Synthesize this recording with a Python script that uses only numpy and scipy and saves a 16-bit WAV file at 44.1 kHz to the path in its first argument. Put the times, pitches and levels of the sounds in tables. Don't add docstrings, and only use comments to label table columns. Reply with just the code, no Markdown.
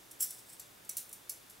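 import sys
import numpy as np
from scipy import signal
from scipy.fft import rfft, irfft
from scipy.io import wavfile

SR = 44100
rng = np.random.default_rng(int(sys.argv[2]) if len(sys.argv) > 2 else 0)


def unload_wav(signal):
    wavfile.write(
        sys.argv[1],
        SR,
        np.round(np.clip(np.atleast_2d(signal).T, -1, 1) * 32767).astype(np.int16),
    )


N = 70560
T = np.arange(N) / SR
HZ = np.maximum(np.arange(N // 2 + 1) * SR / N, 1)
OCTAVES = np.log2(np.maximum(HZ, 1000) / 10000)
LEFT_RIGHT = np.array([[1], [-1]])


def from_db(db):
    return 10 ** (np.asarray(db) / 20)


def unit_rms(x):
    return x / np.sqrt(np.mean(x ** 2) + 1e-20)


def along_hz(points):
    hz, db = np.transpose(points)
    return np.interp(np.log(HZ), np.log(hz), db)


def colour(x, db):
    return irfft(rfft(x) * from_db(db), N)


def resonate(x, hz, width_hz):
    radius = np.exp(-np.pi * width_hz / SR)
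    poles = [1, -2 * radius * np.cos(2 * np.pi * hz / SR), radius * radius]
    return unit_rms(signal.lfilter([1, 0, -1], poles, x + 1e-18))


def decay(age, t60_s):
    return np.exp(-np.log(1000) * np.maximum(age, 0) / t60_s)


# frequency_hz, density_db
ROOM_TONE = [(25, -18), (40, -4), (60, -7), (100, -5.5), (160, -4), (320, -3), (480, -5), (700, -6.3),
             (1200, -8), (2000, -9.5), (4000, -11), (7000, -11.5), (10500, -11), (15700, -13.5)]
# frequency_hz, side_minus_mid_db
ROOM_TONE_WIDTH = [(30, -18), (70, -10), (125, -9.5), (250, -3), (500, 0.5), (1100, 1.5), (2200, -1),
                   (4400, -6.5), (8000, -9), (11000, -26), (15000, -48)]


def background(hiss_db=-58.5, hum_hz=120, hum_db=-78.5, whine_db=-75):
    mid, side = colour(rng.standard_normal((2, N)), along_hz(ROOM_TONE))
    hiss = (mid + colour(side, along_hz(ROOM_TONE_WIDTH)) * LEFT_RIGHT) / mid.std()
    hum = np.sqrt(2) * np.sin(2 * np.pi * (hum_hz * T + rng.random()))
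    whine = resonate(rng.standard_normal(N), hz=3545, width_hz=58)
    return from_db(hiss_db) * hiss + from_db(hum_db) * hum + from_db(whine_db) * whine


def room_reflections(x, t60_s=0.27, delay_s=0.006, tilt_db_per_octave=-4):
    tails = rng.standard_normal((2, N)) * decay(T, t60_s) * (T > delay_s)
    tails /= np.sqrt(np.sum(tails ** 2, axis=1, keepdims=True))
    reflected = signal.fftconvolve(tails, x[None], axes=1)[:, :N]
    mid, side = colour(reflected, -5.5 + tilt_db_per_octave * OCTAVES)
    width_db = np.minimum(-16 - 3.5 * OCTAVES, 0)
    return mid + colour(side, width_db) * LEFT_RIGHT


# frequency_hz, density_db
WIRE_SPECTRUM = [(1500, -27), (2300, -23.5), (3700, -16), (4700, -13), (5600, -5), (6800, -6), (7500, -1.5),
                 (8800, -3), (9800, 0), (11500, 1), (13200, -2.5), (14200, -7.5), (15700, -3.5)]


def wire_noise(excitation, tilt_db_per_octave=0, low_cut_hz=1370):
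    coloured = colour(excitation, along_hz(WIRE_SPECTRUM) + tilt_db_per_octave * OCTAVES)
    low_cut = signal.butter(2, low_cut_hz, "high", fs=SR, output="sos")
    return unit_rms(signal.sosfilt(low_cut, coloured))


# time_s, level_db
SLIDE_LEVELS = [(0.19, -68), (0.196, -52), (0.23, -52), (0.33, -55), (0.365, -57), (0.39, -50.5),
                (0.41, -62), (0.45, -74), (0.468, -61), (0.482, -63), (0.497, -52), (0.52, -62),
                (0.534, -52), (0.55, -60.5), (0.59, -80)]
# pitch_hz, level_db, width_hz
SLIDE_RESONANCES = [(5400, -4, 350), (7680, -3.5, 110), (8200, -2, 140), (8470, -1.5, 160), (9950, -5, 83),
                    (10460, -2, 200), (12090, -5, 30), (11950, -12, 64), (15400, -8, 100)]


def sliding(slips_per_s=6500):
    slips = (rng.random(N) < slips_per_s / SR) * rng.standard_normal(N)
    sing = unit_rms(sum(from_db(db) * resonate(slips, hz, width) for hz, db, width in SLIDE_RESONANCES))
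    level_db = np.interp(T, *np.transpose(SLIDE_LEVELS), left=-np.inf, right=-np.inf)
    return from_db(level_db) * unit_rms(sing + wire_noise(slips))


# pitch_hz, level_db, t60_s
HOOP_MODES = [(5300, -18, 0.12), (5360, -16, 0.14), (5870, -18, .25), (8252, -10.5, 0.137),
              (10462, -15, .15), (11493, -4.5, 0.069), (11640, -8, 0.097), (7603, -6, .11),
              (7650, -1.5, .09), (9833, 0, .1), (9894, -8, .12), (12320, -2, 0.07), (12375, -7, 0.066),
              (12450, -5, .12), (14670, -15, 0.14), (15000, -9, .12), (15700, -12, 0.11)]
# pitch_hz, level_db, t60_s
LINK_MODES = [(2227, -17, 0.075), (4428, -9.5, 0.041), (5900, -11.5, .14), (6374, -8, 0.053),
              (7230, 3, 0.032), (8590, -18, 0.099), (10880, -4, 0.042), (10968, 2.5, 0.033),
              (11300, 5, 0.026), (12150, -2, 0.046), (14350, -4, 0.023), (14972, -2, 0.04)]
# pitch_hz, level_db, t60_s
SHUTTLE_MODES = [(2336, -18, 0.11), (2920, -14.5, 0.07), (4480, -12.5, 0.073), (7100, -8, 0.1),
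                 (7520, -6, 0.131), (8259, -7, 0.24), (9033, -2, 0.18), (9200, 2.5, 0.1), (9850, 2, 0.098),
                 (10560, -3, .1), (12100, -10, .13), (13500, -3.5, 0.089), (13337, 2, 0.097),
                 (14250, -2.5, 0.18)]


def ringing(part_dbs, rise_s=0.0011):
    age = T[:SR // 4]
    ring = np.zeros(len(age))
    for modes, part_db in zip((HOOP_MODES, LINK_MODES, SHUTTLE_MODES), part_dbs):
        hz, db, t60_s = np.transpose(modes)[:, :, None]
        waves = np.sin(2 * np.pi * (hz * age + rng.random(hz.shape)))
        ring += np.sum(from_db(part_db + db) * decay(age, t60_s) * waves, axis=0)
    return ring * (1 - np.exp(-age / rise_s))


# start_s, clash_db, buzz_s, tilt_db_per_octave, hoop_db, link_db, shuttle_db
KNOCKS = [ (0.1112, -47, 0.0064, -0.5, -70, -66, -62), (0.201, -44, 0.0045, -4, -58, -67, -70),
          (0.2053, -35, 0.004, -1.5, -31.5, -52, -58), (0.2180, -32.5, .003, 6, -44, -45, -63),
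          (0.2236, -30.5, 0.0086, 1, -29.5, -59, -52.5), (0.3059, -38, .0035, -1, -59, -58, -55),
          (0.5965, -42.5, 0.0041, -2, -63, -50.5, -60), (0.8488, -53.5, .004, -1, -74, -71.5, -76.5),
          (0.8927, -34.5, 0.0038, -0.5, -68, -38.5, -62), (0.969, -30.5, 0.0043, 1, -64, -57, -45.5),
          (0.98, -36, 0.0049, -.3, -53, -61, -48.5), (1.0921, -44.5, .002, 4.5, -72, -74, -66),
          (1.1140, -51.5, 0.00176, -2, -75, -74, -70), (1.128, -41.5, 0.0027, -1, -62, -68, -51.5),
          (1.1520, -62, 0.0017, 2, -77, -74, -73), (1.295, -33, 0.0044, 0.5, -42.5, -41.5, -60),
          (1.498, -50.5, .002, -1.5, -69, -73.5, -75), (1.506, -51.5, .002, 0, -70, -70, -74)]


def knocks(clash_t60_s=0.027):
    clashes, rings = np.zeros((2, N))
    age = T[:SR // 12]
    for start_s, clash_db, buzz_s, tilt, *part_dbs in KNOCKS:
        start = int(start_s * SR)
        buzz = wire_noise(rng.standard_normal(N), tilt)[:len(age)]
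        clashes[start:start + len(age)] += from_db(clash_db) * decay(age - buzz_s, clash_t60_s) * buzz
        ring = ringing(part_dbs)[:N - start]
        rings[start:start + len(ring)] += ring
    return clashes, rings


def scene(ring_send_db=-3.5):
    clashes, rings = knocks()
    ring_and_slide = rings + sliding()
    reflections = room_reflections(clashes + from_db(ring_send_db) * ring_and_slide)
    return clashes + ring_and_slide + reflections + background()


def record(dry):
    cutoff_hz = 15750
    return colour(dry, -np.clip((HZ - cutoff_hz) / 6, 0, 90))


dry = scene()
out = record(dry)
unload_wav(out)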